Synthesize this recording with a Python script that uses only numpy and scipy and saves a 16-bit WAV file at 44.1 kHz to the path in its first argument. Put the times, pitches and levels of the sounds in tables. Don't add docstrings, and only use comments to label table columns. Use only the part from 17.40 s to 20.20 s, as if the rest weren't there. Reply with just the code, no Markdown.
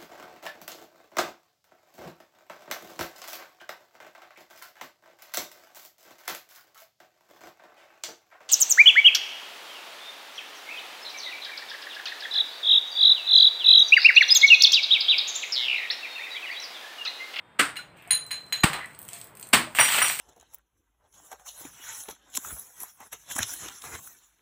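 import sys
import numpy as np
from scipy import signal
from scipy.io import wavfile
from scipy.ndimage import uniform_filter1d

SR = 44100
rng = np.random.default_rng(int(sys.argv[2]) if len(sys.argv) > 2 else 0)


def pcm_store(signal):
    levels = np.round(np.clip(np.atleast_2d(signal), -1, 1) * 32767)
    wavfile.write(sys.argv[1], SR, levels.astype(np.int16).T)


def how_loud(loudness_db):
    steps = np.asarray(loudness_db, float) / 20
    return 10 ** steps


N = 123479

# freq_hz, level_db
STREET_SPECTRUM = [(20, -35), (45, -11), (130, 0.5), (260, -7.5), (1000, -7.5), (1900, -10.5),
                   (3500, -23.5), (6000, -39)]
# freq_hz, level_db
HUM_TONES = [(985, -66.5), (3250, -75.5), (3612, -74)]
# touch_s, blow_s, touch_db, blow_db, blow_length_s
SLAPS = [
    (0.1876, 0.1922, -41, -16, 0.0071),
    (1.2334, 1.238, -19.5, -10.5, 0.0034),
    (2.128, 2.1316, -33, -11, 0.0072),
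]
# freq_hz, level_db
SLAP_SPECTRA = [
    [(60, -24), (200, -8.5), (850, -9), (1400, 5), (2200, 2), (4000, -7), (8000, -13.5), (16000, -18)],
    [(60, -11), (300, -17), (450, -7), (1100, 1), (2200, 0.5), (4000, -7.5), (8000, -15.5), (16000, -17)],
    [(60, -14), (230, -1), (550, -9.5), (1100, -1.5), (2200, 2), (4000, -6), (8000, -12.5), (16000, -12.5)],
]
SLAP_WALL_DB = [-3.5, -7, -3.5]
# start_s, length_s, level_db
PALM_PUSHES = [
    (1.2419, 0.0058, -3),
    (2.1381, 0.0048, -12),
]
# start_s, pitch_hz, level_db, t60_s
KNOCKS = [(0.21, 284.6, -25, 0.12), (.672, 703, -42, 0.08), (0.73, 124, -33.5, 0.052),
          (1.2955, 150, -32.5, 0.23), (2.149, 242, -28.5, 0.31), (2.4, 127, -30.5, 0.12),
          (2.629, 134, -41, 0.22), (0.37, 2850, -27.5, 0.056), (.36, 2200, -33, 0.049),
          (0.39, 1453, -31, 0.081), (1.239, 305, -12.5, 0.033), (1.72, 690, -50.5, 0.45),
          (2.27, 620, -35.5, 0.1), (1.407, 2000, -31.5, .07), (1.444, 1970, -29.5, 0.074),
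          (2.19, 327, -37, 0.22), (2.388, 820, -27, 0.055), (1.62, 104, -47, 0.14), (1.68, 120, -43, 0.093)]
# freq_hz, level_db, t60_s
PIECE_MODES = [(4070, 3.5, 0.41), (6780, -3.5, 0.22), (9500, 1.5, 0.1), (13050, 1, 0.05), (4280, -7, 0.028)]
# start_s, tick_db, ring_db, third_mode_db, tumble_hz
PIECE_HITS = [(.287, -60, -86, 36, 27), (0.358, -30, -77, -18, 12), (0.365, -30, -40, -19, 37),
              (0.37, -26, -47.5, 0, 6.7), (0.7071, -15, -23, 11, 25.4), (0.711, -20.5, -31, 16, 52),
              (0.7177, -24, -27, 8.5, 43), (.747, -44, -30, 4.5, 17), (.908, -27.5, -42, -1, 30),
              (0.913, -21, -33.5, -2.5, 34.8), (1.125, -16, -25.5, -14, 12.6), (1.204, -60, -38.5, -22, 6),
              (1.333, -16, -46, 0, 11)]
# freq_hz, level_db, t60_s
SHARD_MODES = [(5757, 1, 0.42), (9160, 0, 0.21), (12720, -2, .09), (15320, -7, .11)]
# start_s, tick_db, ring_db, third_mode_db,
# tumble_hz
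SHARD_HITS = [(2.3507, -17.5, -58, .1, 17), (2.3874, 0.5, -32.5, -5, 15), (2.399, -5, -19.5, -4, 18.6),
              (2.495, -25, -60, -3, 30), (2.5461, -10, -60, -7, 30), (2.618, -3.5, -28, -14, 10),
              (2.622, -8, -24.5, -18, 26), (2.6994, -11.5, -50, 8, 30), (2.794, -22, -47, 6, 29)]
# freq_hz, level_db
CLACK_SPECTRUM = [(100, -76), (500, -6.5), (900, -7), (1800, 7.5), (3000, 5.5), (5000, -7.5), (9000, -13.5),
                  (16000, -9.5)]
# freq_hz, level_db
THUD_SPECTRUM = [(300, -22), (800, 1), (1800, 5), (2800, 4), (4000, -25), (16000, -24)]
# time_s, level_db, centre_hz
SWISH = [(.53, -72, 2400), (.58, -57.5, 2520), (.68, -53.5, 2350), (.72, -57, 2370)]
# time_s, level_db, centre_hz
SLOSH = [(1.3, -85, 880), (1.345, -33.5, 1120), (1.39, -39.5, 1140), (1.42, -40.5, 1905), (1.46, -46, 1890),
         (1.53, -60, 1860)]
# time_s, level_db
SPRAY = [(0, -94), (.54, -103), (.57, -58.5), (.7, -74), (1.2, -56), (1.54, -56), (1.585, -73), (1.6, -60),
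         (1.67, -57), (1.69, -52), (1.76, -41), (1.86, -66), (1.94, -78), (1.96, -70), (2.03, -69),
         (2.12, -78), (2.3, -53.5), (2.8, -58)]
# start_s, peak_db, brightness_db
DROPS = [(0.6235, -49, -1), (0.6756, -41, -10), (0.8649, -34.5, -12), (0.957, -44, -20), (0.9806, -47, -12),
         (1.0114, -47, -13), (1.0646, -45, -15), (1.0817, -49, -18), (1.4588, -34.5, -15),
         (1.5489, -35, -27), (1.5899, -32.5, -3), (1.6167, -39, -3), (1.6287, -38, -6), (1.6506, -39, -7),
         (1.6813, -34.5, -7), (1.6881, -23.5, -15), (1.7324, -24.5, -25), (1.7377, -28, -13),
         (1.7474, -42, -11), (1.7699, -40, -12), (1.7884, -39, -5), (1.8, -46, 1), (1.8141, -27, -17),
         (1.843, -39, -5), (1.8711, -42, -4), (1.8902, -51, -14), (1.952, -40.5, -5), (1.9709, -33, -14),
         (1.975, -39, -15), (1.9959, -58, -6), (1.9971, -33, -7), (2.012, -36, -5), (2.0278, -22, -26),
         (2.0306, -32, -16), (2.071, -36.5, -8), (2.089, -37, -4.5), (2.683, -11, -30), (2.6988, -23, -27),
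         (2.7084, -27, -7)]
# start_s, level_db
SPLATS = [
    (1.5463, -30),
    (1.688, -24),
    (2.028, -44),
]
# freq_hz, level_db
SPRAY_SPECTRUM = [(500, -54), (2000, 1.5), (5000, -7), (7000, -5), (10000, -8), (16000, 0)]
# freq_hz, level_db
SPIT_LOW_SPECTRUM = [(800, -57), (2500, -6.5), (5000, -7), (8000, -5), (10500, -12.5), (16000, -33)]
# freq_hz, level_db
SPIT_HIGH_SPECTRUM = [(6000, -55), (9500, -7), (12000, 0), (16000, 3)]
# time_s, level_db
GUSH_FLOW = [(2.349, -44), (2.352, -33.5), (2.385, -37.5), (2.392, -16), (2.415, -17), (2.44, -25.5),
             (2.49, -26), (2.5, -25), (2.535, -24), (2.548, -22.5), (2.575, -22.5), (2.612, -27),
             (2.624, -21.5), (2.64, -26.5), (2.72, -33.5), (2.785, -61), (2.8, -19.5)]
# freq_hz, level_db
GUSH_SPECTRUM = [(60, -35), (140, -13), (400, -10.5), (800, -3), (1800, 3.5), (3000, 2.5), (4500, -10),
                 (16000, -24.5)]
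# freq_hz, t60_s
ALLEY_DECAY = [(100, 0.48), (260, 0.23), (700, 0.4), (1840, 0.28), (4850, 0.28), (12800, 0.24)]
# freq_hz, level_db
MIC_RESPONSE = [(4500, -0.5), (6000, -7), (7000, -2), (8400, 11.5), (9800, -2), (13500, -7), (15300, 0.5)]


def read(points, hz):
    table_hz, value = np.transpose(points)
    return np.interp(np.log(hz + 1), np.log(table_hz + 1), value)


def evened(x):
    return x / np.sqrt(np.mean(x ** 2) + 1e-20)


def smooth_noise(width):
    once = uniform_filter1d(rng.standard_normal(N), width)
    return evened(uniform_filter1d(once, width))


def add(mix, start_s, sound):
    part = mix[round(start_s * SR):][:len(sound)]
    part += sound[:len(part)]


def colour(x, points):
    level_db = read(points, abs(np.fft.fftfreq(4096, 1 / SR)))
    log_gain = level_db * np.log(10) / 20
    taps = np.fft.ifft(np.exp(np.conj(signal.hilbert(log_gain)))).real[:2048]
    return signal.oaconvolve(x, taps)[:len(x)]


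def along(rows, col):
    rows = np.array(rows)
    before = rows[0, col] - 40 * (col == 1)
    return np.interp(np.arange(N) / SR, rows[:, 0], rows[:, col], before)


def grains(per_s, spread_db, count=N):
    chance, sign, size = rng.random((count, 3)).T
    size_db = spread_db * np.minimum(-np.log(size + 1e-9), 4)
    return evened((chance < per_s / SR) * np.sign(sign - .5) * how_loud(size_db))


def alley(x, wet_db, gap_s=0.00062, feed=None):
    echoes = grains(per_s=9800, spread_db=1.86, count=SR // 2)
    hz, t, z = signal.stft(echoes, SR, nperseg=128)
    decay = how_loud(-60 * t / read(ALLEY_DECAY, hz)[:, None])
    tail = signal.istft(z * decay, SR, nperseg=128)[1]
    tail = tail * np.clip(np.arange(len(tail)) / SR / gap_s - .5, 0, 1)
    source = x if feed is None else feed
    return x + how_loud(wet_db) * signal.fftconvolve(source, tail / np.linalg.norm(tail))[:N]


def air():
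    t = np.arange(N) / SR
    swell = smooth_noise(1500)
    wash_db = -58 + 0.19 * swell + 3.8 * np.clip(t / 0.4, 0, 1)
    wash = evened(colour(rng.standard_normal(N), STREET_SPECTRUM)) * how_loud(wash_db)
    fade = how_loud(-15 * np.clip((t - .15) / 0.067, 0, 1))
    hum = sum(how_loud(db + 3) * fade * np.sin(2 * np.pi * hz * t + 1.5 * swell) for hz, db in HUM_TONES)
    return wash + hum


def slaps():
    out, t = np.zeros(N), np.arange(N) / SR
    for (touch_s, blow_s, touch_db, blow_db, length_s), tone, wet_db in zip(
            SLAPS, SLAP_SPECTRA, SLAP_WALL_DB):
        u = np.maximum(t - blow_s, 0) / length_s
        rise = np.clip((t - touch_s) / (blow_s - touch_s), 0, 1) * (t < blow_s)
        fall = (t >= blow_s) * (0.25 + 1.95 * u) * np.exp(-1.2 * u)
        shape = how_loud(touch_db + 5) * rise + how_loud(blow_db) * fall
        burst = colour(grains(per_s=12000, spread_db=2.5) * shape, tone)
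        pulse = np.linalg.norm(shape) * (np.arange(N) == round(blow_s * SR))
        out += how_loud(13) * alley(burst, wet_db, gap_s=0.0095, feed=colour(pulse, tone))
    for start_s, length_s, db in PALM_PUSHES:
        u = np.arange(0, 6 * length_s, 1 / SR) / length_s
        add(out, start_s, how_loud(db) * np.sin(2 * np.pi * u) * np.exp(-1.7 * u))
    return out


def knocks():
    out, t = np.zeros(N), np.arange(12000) / SR
    for start_s, hz, db, t60_s in KNOCKS:
        swell = np.minimum(t / (0.0016 + 0.49 / hz), 1) ** 2
        add(out, start_s, how_loud(db - 60 * t / t60_s) * swell * np.sin(2 * np.pi * hz * t))
    return out


def glass(modes, hits, tick_spectrum, wet_db):
    tick, ring, t = np.zeros(N), np.zeros(N), np.arange(SR // 2) / SR
    tick_t = t[:200]
    chance = rng.random((len(hits), len(modes), 3))
    flights_s = np.diff([hit[0] for hit in hits] + [N / SR])
    for (start_s, tick_db, ring_db, third_db, tumble_hz), row, flight_s in zip(hits, chance, flights_s):
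        held = how_loud(-18 * np.clip((t - flight_s) / 0.0021, 0, 1))
        clean = (tumble_hz / 30) ** 0.13
        grit = grains(per_s=6200, spread_db=2.5, count=200) * np.exp(-tick_t / 0.00096)
        add(tick, start_s, how_loud(tick_db) * ((tick_t == 0) + 0.026 * grit))
        for k, ((hz, db, t60_s), (phase, turn, detune)) in enumerate(zip(modes, row)):
            spin = tumble_hz * (1 + (.5 + .5 * detune) * k) * (t - 0.21 * t ** 2)
            throb = np.cos(np.pi * (spin - .22 + 0.5 * (turn - .5) * (k > 0))) + 0.05
            tone = np.sin(2 * np.pi * (hz * (1 + 0.0027 * (detune - .5)) * t + phase))
            decay = how_loud(ring_db + db + third_db * (k == 2) - 60 * t / (clean * t60_s))
            add(ring, start_s, decay * held * throb * tone * np.minimum(t / 0.0035, 1))
    ticks = alley(how_loud(14.5) * colour(tick, tick_spectrum), wet_db)
    return ticks + alley(how_loud(5.5) * ring, wet_db=-6.5)


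def slosh(rows, width_hz):
    turn = np.exp(2j * np.pi * np.cumsum(along(rows, col=2)) / SR)
    pole = np.exp(-np.pi * width_hz / SR)
    x = grains(per_s=1100, spread_db=0.0) / turn
    for _ in range(2):
        x = signal.lfilter([1], [1, -pole], x)
    active = np.arange(N) < rows[-1][0] * SR
    return how_loud(along(rows, col=1)) * active * evened((turn * x).real)


def drops():
    low, high, big, t = np.zeros(N), np.zeros(N), np.zeros(N), np.arange(400) / SR
    for (start_s, db, bright_db), noise in zip(DROPS, rng.standard_normal((len(DROPS), 400))):
        spit = how_loud(db) * noise * np.exp(-t / 0.0012)
        add(low, start_s, how_loud(2.5) * spit)
        add(high, start_s, how_loud(bright_db + 13) * spit)
    for start_s, db in SPLATS:
        add(big, start_s, how_loud([db]))
    spray = how_loud(along(SPRAY, col=1)) * grains(per_s=2300, spread_db=-3.5)
    spits = colour(low, SPIT_LOW_SPECTRUM) + colour(high, SPIT_HIGH_SPECTRUM)
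    rest = colour(spray, SPRAY_SPECTRUM) + colour(big, CLACK_SPECTRUM)
    return alley(spits + rest, wet_db=-2.0)


def gush():
    flow_db = along(GUSH_FLOW, col=1)
    clumps = smooth_noise(250)
    body = evened(colour(grains(per_s=6600, spread_db=2.0), GUSH_SPECTRUM))
    z = signal.stft(body, nperseg=256)[2]
    patches = uniform_filter1d(rng.standard_normal(z.shape), size=4, axis=0)
    patches = evened(uniform_filter1d(patches, size=6, axis=1))
    body = evened(signal.istft(z * how_loud(3.2 * patches), nperseg=256)[1][:N])
    body = body * how_loud(flow_db - 2.0 + 2.33 * clumps)
    fizz = evened(colour(grains(per_s=2700, spread_db=-3.0), SPRAY_SPECTRUM))
    fizz = fizz * how_loud(0.33 * flow_db - 15.5 + 0.3 * clumps)
    started = np.arange(N) > GUSH_FLOW[0][0] * SR
    return alley(body + fizz * started, wet_db=-9.0)


def scene():
    bottle = slosh(SLOSH, width_hz=960) + slosh(SWISH, width_hz=1100) + knocks()
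    water = alley(bottle, wet_db=-9.0)
    piece = glass(PIECE_MODES, PIECE_HITS, CLACK_SPECTRUM, wet_db=4)
    shard = glass(SHARD_MODES, SHARD_HITS, THUD_SPECTRUM, wet_db=-2.0)
    mix = slaps() + piece + shard + drops() + gush() + water + air()
    return mix[None]


def top_cut(x):
    return signal.sosfilt(signal.butter(12, 16840, fs=SR, output="sos"), x)


def record(dry):
    low_cut = signal.butter(2, 55, "high", fs=SR, output="sos")
    x = signal.sosfilt(low_cut, colour(dry[0], MIC_RESPONSE))
    x = np.tanh(x / 1.02) * 1.02
    band_limit = signal.firwin(511, 15450, window=("kaiser", 6), fs=SR)
    x = signal.oaconvolve(x, band_limit, "same")
    return top_cut(x[None])


dry = scene()
out = record(dry)
pcm_store(out)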